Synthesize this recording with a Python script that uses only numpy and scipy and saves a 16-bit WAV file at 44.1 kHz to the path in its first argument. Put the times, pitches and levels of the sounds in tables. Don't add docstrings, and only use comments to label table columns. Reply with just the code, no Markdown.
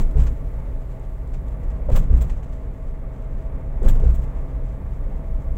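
import sys
import numpy as np
from scipy import signal
from scipy.fft import rfft, irfft, next_fast_len
from scipy.io import wavfile
from scipy.ndimage import uniform_filter1d

SR = 44100
rng = np.random.default_rng(int(sys.argv[2]) if len(sys.argv) > 2 else 0)


def generate_wav(signal):
    frames = np.transpose(np.atleast_2d(signal))
    scaled = np.clip(frames, -1, 1) * 32767
    pcm = np.round(scaled).astype(np.int16)
    wavfile.write(sys.argv[1], SR, pcm)


N = 245637
T = np.arange(N) / SR

# [f/Hz, spectral level/dB]
ROAR_SPECTRUM = [(100, -2), (160, -0.5), (215, -7.5), (270, -4.5), (320, -11), (380, -7.5), (500, -8),
                 (610, -10.5), (740, -16.5), (890, -13.5), (1000, -21), (1180, -20.5), (1450, -26.5),
                 (2140, -27.5), (2900, -43), (3600, -44.5), (5000, -69)]
# [f/Hz, spectral level/dB]
AIR_SPECTRUM = [(3000, -3), (4500, -6), (6000, -11), (7500, -6), (9000, -4.5), (12000, -3.5), (14500, -3.5),
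                (16000, -3.5)]
# [t/s, level/dB]
HISS_LEVEL = [(0, -67), (.8, -70), (2.8, -73), (5.57, -71.5)]
# [t/s, level/dB]
COARSENESS = [(0, 3), (.5, -0.5), (1.1, -2.1), (1.7, 2.5), (2.8, -2.5), (3.6, 0.5), (4.7, -0.05),
              (5.57, 2.2)]
# [f/Hz, width/Hz, rms level/dB at zero coarseness]
BOOMS = [(27.3, 9.9, -26.5), (49.4, 17, -29.5), (72.4, 38, -41.5), (140.5, 26, -43.5), (202.5, 22.4, -51.5),
         (265.2, 22, -51), (472, 40, -58.5), (539, 36, -58), (651, 15, -59.5), (1060, 26, -67),
         (1148, 22, -66)]
ROAR_DB, ROAR_PER_COARSENESS = -42, 0.31
SWELL_S, SWELL_DAMPING = .25, .6

# [t/s, speed/(m/s)]
SPEED = [(0, 13.0), (.35, 13.15), (.65, 12.9), (1.05, 13.1), (1.5, 12.9), (1.9, 13.0), (3.2, 13.0),
         (3.75, 13.25), (4.8, 13.15), (5.57, 12.95)]
ENGINE_CYCLES_PER_M, ENGINE_DB = 9.28, -42
TYRE_SPEEDS = [.995, .999, 1.001, 1.005]
TREAD_BLOCK_M, WHINE_DB = .0202, -54
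WHINE_WAVER, WHINE_FLUTTER_DB = .008, 2

# [t/s, level/dB]
TICKS = [(.109, -54.5), (.321, -62), (.996, -62), (1.274, -61), (1.481, -56), (1.634, -63), (1.900, -52.5),
         (3.830, -52), (3.846, -51), (4.044, -55)]
# [f/Hz, spectral level/dB]
TICK_SPECTRUM = [(3000, 4), (5600, -4), (7500, 7), (9500, -5), (15000, -10)]
TICK_RISE_S, TICK_T60_S = .001, .03

# [t/s, relative plastic level/dB, relative hard-part level/dB]
RATTLES = [(.168, -55, -64), (0.198, -48.5, -62), (.216, -54, -68), (0.262, -40, -74), (1.334, -48.5, -77),
           (1.699, -54, -79), (2.100, -56.5, -73), (2.127, -70, -74), (2.166, -67, -59),
           (2.205, -45, -57.5), (2.294, -47, -75), (2.426, -52, -69), (2.523, -51, -71),
           (3.948, -47.5, -73), (3.994, -48.5, -66), (4.026, -58, -78), (4.143, -73, -63),
           (4.234, -58, -76)]
# [f/Hz, spectral level/dB]
PLASTIC_SPECTRUM = [(300, 7.5), (600, 15), (1200, 6), (1700, 3), (2600, 1), (3400, -5), (5000, -10.5),
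                    (6500, -7), (7600, -4.5), (9500, -19.5), (15500, -30)]
# [f/Hz, spectral level/dB]
HARD_SPECTRUM = [(2500, -22), (3400, -2.5), (5000, -14.5), (6500, -5.5), (7600, 2.5), (8500, -6),
                 (9700, -13), (12000, -12.5), (13500, -2.5), (15500, 0)]
# [f/Hz, relative level/dB, t60/s]
HARD_MODES = [(2933, -38, .05), (3260, -37, .05), (3400, -37, .05), (3547, -36, .05), (4510, -37, .04),
              (7100, -38, .035), (7600, -36, .04), (8340, -37, .04), (13480, -32, .045), (15335, -34, .045)]
RATTLE_RISE_S, RATTLE_T60_S = 0.004, 0.083
BURST_DB, BURSTS_PER_S = 4, 70
PANEL_TICK_DB = -63.5
GRIT_PER_S, GRIT_SPREAD_DB = 1700, 4.5
HARD_RING_DB, WASH_T60_S = -9, .042

# [t/s, front axle level/dB, rear axle level/dB, relative jingle level/dB,
# flight of the loose panel/s, reference level of its landing/dB]
STRIPS = [(-.060, -4, -2.5, -64, 0.037, -41), (1.885, 0.5, -1, -62.5, 0.069, -38),
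          (3.815, 1, -2, -63, .064, -40)]
WHEELBASE_M, STRIP_WIDTH_M = 2.83, .4
# [f/Hz, relative level/dB, t60/s]
FRONT_MODES = [(24.05, 0, 0.8), (41.5, -8, 0.37), (56.5, -10.5, .22), (67, -25, 0.21), (119.6, -28, 0.13)]
REAR_MODES = [(28.03, -13, 0.77), (48, -5.5, 0.21), (56.85, -4, 0.39), (127.7, -13.5, 0.75)]
# [f/Hz, spectral level/dB]
PANEL_SPECTRUM = [(50, -23.5), (85, 6.5), (120, 5), (160, -3.5), (220, -6), (320, -16), (480, -21.5),
                  (800, -30), (1300, -35.5), (2200, -44.5), (4000, -76.5)]
# [t/s, level/dB relative to the modes, contact/s]
LOW_THUMPS = [(0.212, -20, .007), (0.261, -23, .008), (2.205, -7, 0.016), (2.316, -14, 0.011),
              (4.099, -14, 0.0062), (4.182, -11, 0.018)]

# [f/Hz, relative level/dB, t60/s]
KNOCK_MODES = [(343, -1.5, 0.019), (590, 3, 0.038), (814, -4.5, 0.09), (894, -5.5, 0.074), (1185, 1, 0.027),
               (1605, -9, 0.048)]
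# [f/Hz, spectral level/dB]
CRACK_SPECTRUM = [(1000, -0.5), (1570, 6.5), (2120, -9), (3480, 6), (5000, -14), (7600, -1), (9600, -14),
                  (15500, -3)]
KNOCK_DB, BOUNCE_S, BOUNCE_DB = 5, .019, -1
CRACK_DB, CRACK_RISE_S, CRACK_T60_S = -1, .009, .075

# [t/s, mean f/Hz, level/dB, t60/s]
SLAPS = [(.138, 520, -43, .12), (.154, 430, -31, 0.09), (0.164, 440, -30, 0.098), (.193, 340, -36, 0.14),
         (1.886, 570, -24.5, 0.11), (1.901, 517, -22, 0.042), (1.911, 400, -34, 0.098),
         (1.935, 515, -31, .16), (2.091, 431, -34, 0.13), (2.106, 450, -31.5, 0.079),
         (2.124, 482, -33.5, 0.082), (3.818, 400, -27.5, 0.082), (3.832, 440, -26.5, 0.051),
         (3.848, 470, -29, 0.057), (3.856, 540, -29.5, .09), (3.945, 450, -34, 0.09),
         (4.02, 400, -31, 0.092), (4.034, 436, -29, 0.091), (4.048, 450, -32, .17)]
SLAP_RISE_S, SLAP_WOBBLE = .003, 0.0401
SCUFF_DB, SCUFF_WIDTH_HZ = -10.5, 250

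TOP_HZ = 15800


def undb(db):
    return 10 ** (np.asarray(db) / 20)


def unit(x):
    return x / np.sqrt(np.mean(x ** 2) + 1e-20)


def walk(rate):
    k = int(SR / rate)
    held = np.repeat(rng.standard_normal(N // k + 2), k)
    return np.sqrt(2) * uniform_filter1d(uniform_filter1d(held, k), k)[:N]


def colour(x, points):
    hz, db = np.transpose(points)
    size = 2 * next_fast_len(N)
    f = np.maximum(np.fft.rfftfreq(size, 1 / SR), 1)
    skirts = np.minimum(np.log2(f / hz[0]), 0) + np.minimum(np.log2(hz[-1] / f), 0)
    response_db = np.interp(np.log(f), np.log(hz), db) + 20 * skirts
    cepstrum = irfft(np.log(undb(response_db)))
    cepstrum[1:size // 2] *= 2
    cepstrum[size // 2 + 1:] = 0
    return irfft(rfft(x, size) * np.exp(rfft(cepstrum)))[:N]


def band_noise(hz, width, damping=0):
    f = np.maximum(np.fft.rfftfreq(N, 1 / SR), 1)
    detune = (f - hz ** 2 / f) / width
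    x = irfft(rfft(rng.standard_normal(N)) / (1 + detune ** 2 / 2), N)
    if damping:
        power = uniform_filter1d(x ** 2, int(SWELL_S * SR)) + 1e-20
        x = x / power ** (damping / 2)
    return unit(x)


def fade(t, t60):
    return np.exp(-np.log(1000) * np.maximum(t, 0) / t60)


def swell(start, rise, t60):
    attack = np.sin(np.pi / 2 * np.clip((T - start) / rise, 0, 1)) ** 2
    return attack * fade(T - start - rise, t60)


def ring(modes, start):
    t = np.maximum(T - start, 0)
    return sum(undb(db) * fade(t, t60) * np.sin(2 * np.pi * hz * t) for hz, db, t60 in modes)


def push(vibration, contact_s):
    contact = signal.windows.hann(int(contact_s * SR))
    return signal.fftconvolve(vibration, contact / contact.sum(), "same")


def speed(s):
    return np.interp(s, *np.transpose(SPEED))


def rear_time(s):
    return s + WHEELBASE_M / speed(s)


def rolling():
    coarse_db = np.interp(T, *np.transpose(COARSENESS))
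    roar_db = ROAR_DB + ROAR_PER_COARSENESS * coarse_db + 0.9 * walk(11)
    roar = unit(colour(rng.standard_normal(N), ROAR_SPECTRUM)) * undb(roar_db)
    booms = 0
    for hz, width, db in BOOMS:
        booms = booms + band_noise(hz, width, SWELL_DAMPING) * undb(db + 0.8 * walk(7))
    hiss_db = np.interp(T, *np.transpose(HISS_LEVEL)) + 0.4 * walk(11)
    air = unit(colour(rng.standard_normal(N), AIR_SPECTRUM)) * undb(hiss_db)
    return roar + booms * undb(coarse_db) + air


def engine():
    frequency = ENGINE_CYCLES_PER_M * speed(T) * (1 + 0.01205 * walk(1.4))
    phase = np.cumsum(frequency) / SR
    return np.sqrt(2) * np.sin(2 * np.pi * phase) * undb(ENGINE_DB + walk(2.54))


def tread():
    out = 0
    for share in TYRE_SPEEDS:
        frequency = share * speed(T) / TREAD_BLOCK_M * (1 + WHINE_WAVER * walk(20))
        phase = rng.random() + np.cumsum(frequency) / SR
        out = out + np.sin(2 * np.pi * phase) * undb(WHINE_FLUTTER_DB * walk(12))
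    return unit(out) * undb(WHINE_DB)


def ticks():
    grain = unit(colour(rng.standard_normal(N), TICK_SPECTRUM))
    return grain * sum(undb(db) * swell(s, TICK_RISE_S, TICK_T60_S) for s, db in TICKS)


def shaking():
    bursts = undb(BURST_DB * walk(BURSTS_PER_S))
    plastic = undb(PANEL_TICK_DB + 2 * walk(35))
    hard = 0
    for s, _, rear_db, jingle_db, flight, landing_db in STRIPS:
        front = bursts * swell(s + 0.011, rise=0.041, t60=0.38)
        crash = swell(s + flight, rise=0.0062, t60=0.11)
        plastic = plastic + undb(landing_db) * (crash + undb(-10.5) * front)
        hard = hard + undb(landing_db - 2.0) * (crash + undb(-17.5) * front)
        rear = rear_time(s)
        rear_chatter = bursts * swell(rear + 0.0063, rise=0.012, t60=1.0)
        jingle = bursts * swell(rear + 0.03, rise=0.11, t60=0.29)
        plastic = plastic + undb(rear_db - 55.5) * rear_chatter
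        hard = hard + undb(jingle_db) * jingle
    for s, plastic_db, hard_db in RATTLES:
        rattle = swell(s, RATTLE_RISE_S, RATTLE_T60_S)
        plastic = plastic + undb(plastic_db) * rattle
        hard = hard + undb(hard_db) * rattle
    return plastic, hard


def chatter(shake, scatter_db, scatter_t60):
    size_db = GRIT_SPREAD_DB * np.clip(rng.standard_normal(N), -2, 2)
    sizes = rng.choice([-1, 1], N) * undb(size_db)
    struck = rng.random(N) < GRIT_PER_S / SR
    impacts = shake * unit(struck * sizes)
    tail = fade(T[:SR // 4], scatter_t60) ** 2
    wash = np.sqrt(np.abs(signal.fftconvolve(impacts ** 2, tail / tail.sum())[:N]))
    return undb(-8.0) * impacts + undb(scatter_db) * wash * rng.standard_normal(N)


def trim():
    click = signal.unit_impulse(N)
    plastic_response = colour(click, PLASTIC_SPECTRUM)
    hard_response = colour(click + ring(HARD_MODES, 0) * undb(HARD_RING_DB), HARD_SPECTRUM)
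    out = 0
    for shake, response in zip(shaking(), (plastic_response, hard_response)):
        impacts = chatter(shake, scatter_db=-4.0, scatter_t60=WASH_T60_S)
        out = out + signal.fftconvolve(impacts, response / np.linalg.norm(response))[:N]
    return undb(4.0) * out


def low_thumps():
    return sum(undb(db) * push(ring(REAR_MODES, s), contact_s) for s, db, contact_s in LOW_THUMPS)


def knocks():
    crack = unit(colour(rng.standard_normal(N), CRACK_SPECTRUM))
    out = 0
    for s, *_, flight, landing_db in STRIPS:
        lands = s + flight
        body = ring(KNOCK_MODES, lands) + undb(BOUNCE_DB) * ring(KNOCK_MODES, lands + BOUNCE_S)
        edge = crack * swell(lands, CRACK_RISE_S, CRACK_T60_S)
        out = out + undb(landing_db) * (undb(KNOCK_DB) * body + undb(CRACK_DB) * edge)
    return out


def slaps():
    out = 0
    for s, hz, db, t60 in SLAPS:
        phase = np.cumsum(hz * (1 + SLAP_WOBBLE * walk(200))) / SR
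        hollow = np.sin(2 * np.pi * phase)
        scuff = undb(SCUFF_DB) * band_noise(hz, SCUFF_WIDTH_HZ)
        out = out + undb(db) * (hollow + scuff) * swell(s, SLAP_RISE_S, t60)
    return out


def axle(crossings, modes, patch_m, climb_db, drop_db, shudder_db, shudder_rise, shudder_t60):
    out = np.zeros(N)
    panels = unit(colour(rng.standard_normal(N), PANEL_SPECTRUM))
    for s, db in crossings:
        drop = s + (STRIP_WIDTH_M + patch_m) / speed(s)
        pushes = undb(climb_db) * ring(modes, s) + undb(drop_db) * ring(modes, drop)
        thump = push(pushes, contact_s=0.008)
        shudder = panels * swell(s - .01, shudder_rise, shudder_t60)
        out += undb(db) * (thump + undb(shudder_db) * shudder)
    return out


def scene():
    background = rolling() + engine() + tread()
    front = axle([(s, db) for s, db, *_ in STRIPS], FRONT_MODES, patch_m=0.2,
                 climb_db=-15, drop_db=-6, shudder_db=-23.0, shudder_rise=0.057, shudder_t60=1.0)
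    rear = axle([(rear_time(s), db) for s, _, db, *_ in STRIPS], REAR_MODES, patch_m=0.073,
                climb_db=-6.0, drop_db=-3.5, shudder_db=-22.5, shudder_rise=0.043, shudder_t60=0.63)
    loose_parts = ticks() + trim() + knocks()
    return (background + loose_parts + low_thumps() + slaps() + front + rear)[None]


def record(dry):
    sound = signal.sosfilt(signal.butter(1, 8, "high", fs=SR, output="sos"), dry)
    return signal.sosfilt(signal.ellip(10, .2, 80, TOP_HZ, fs=SR, output="sos"), sound)


dry = scene()
out = record(dry)
generate_wav(out)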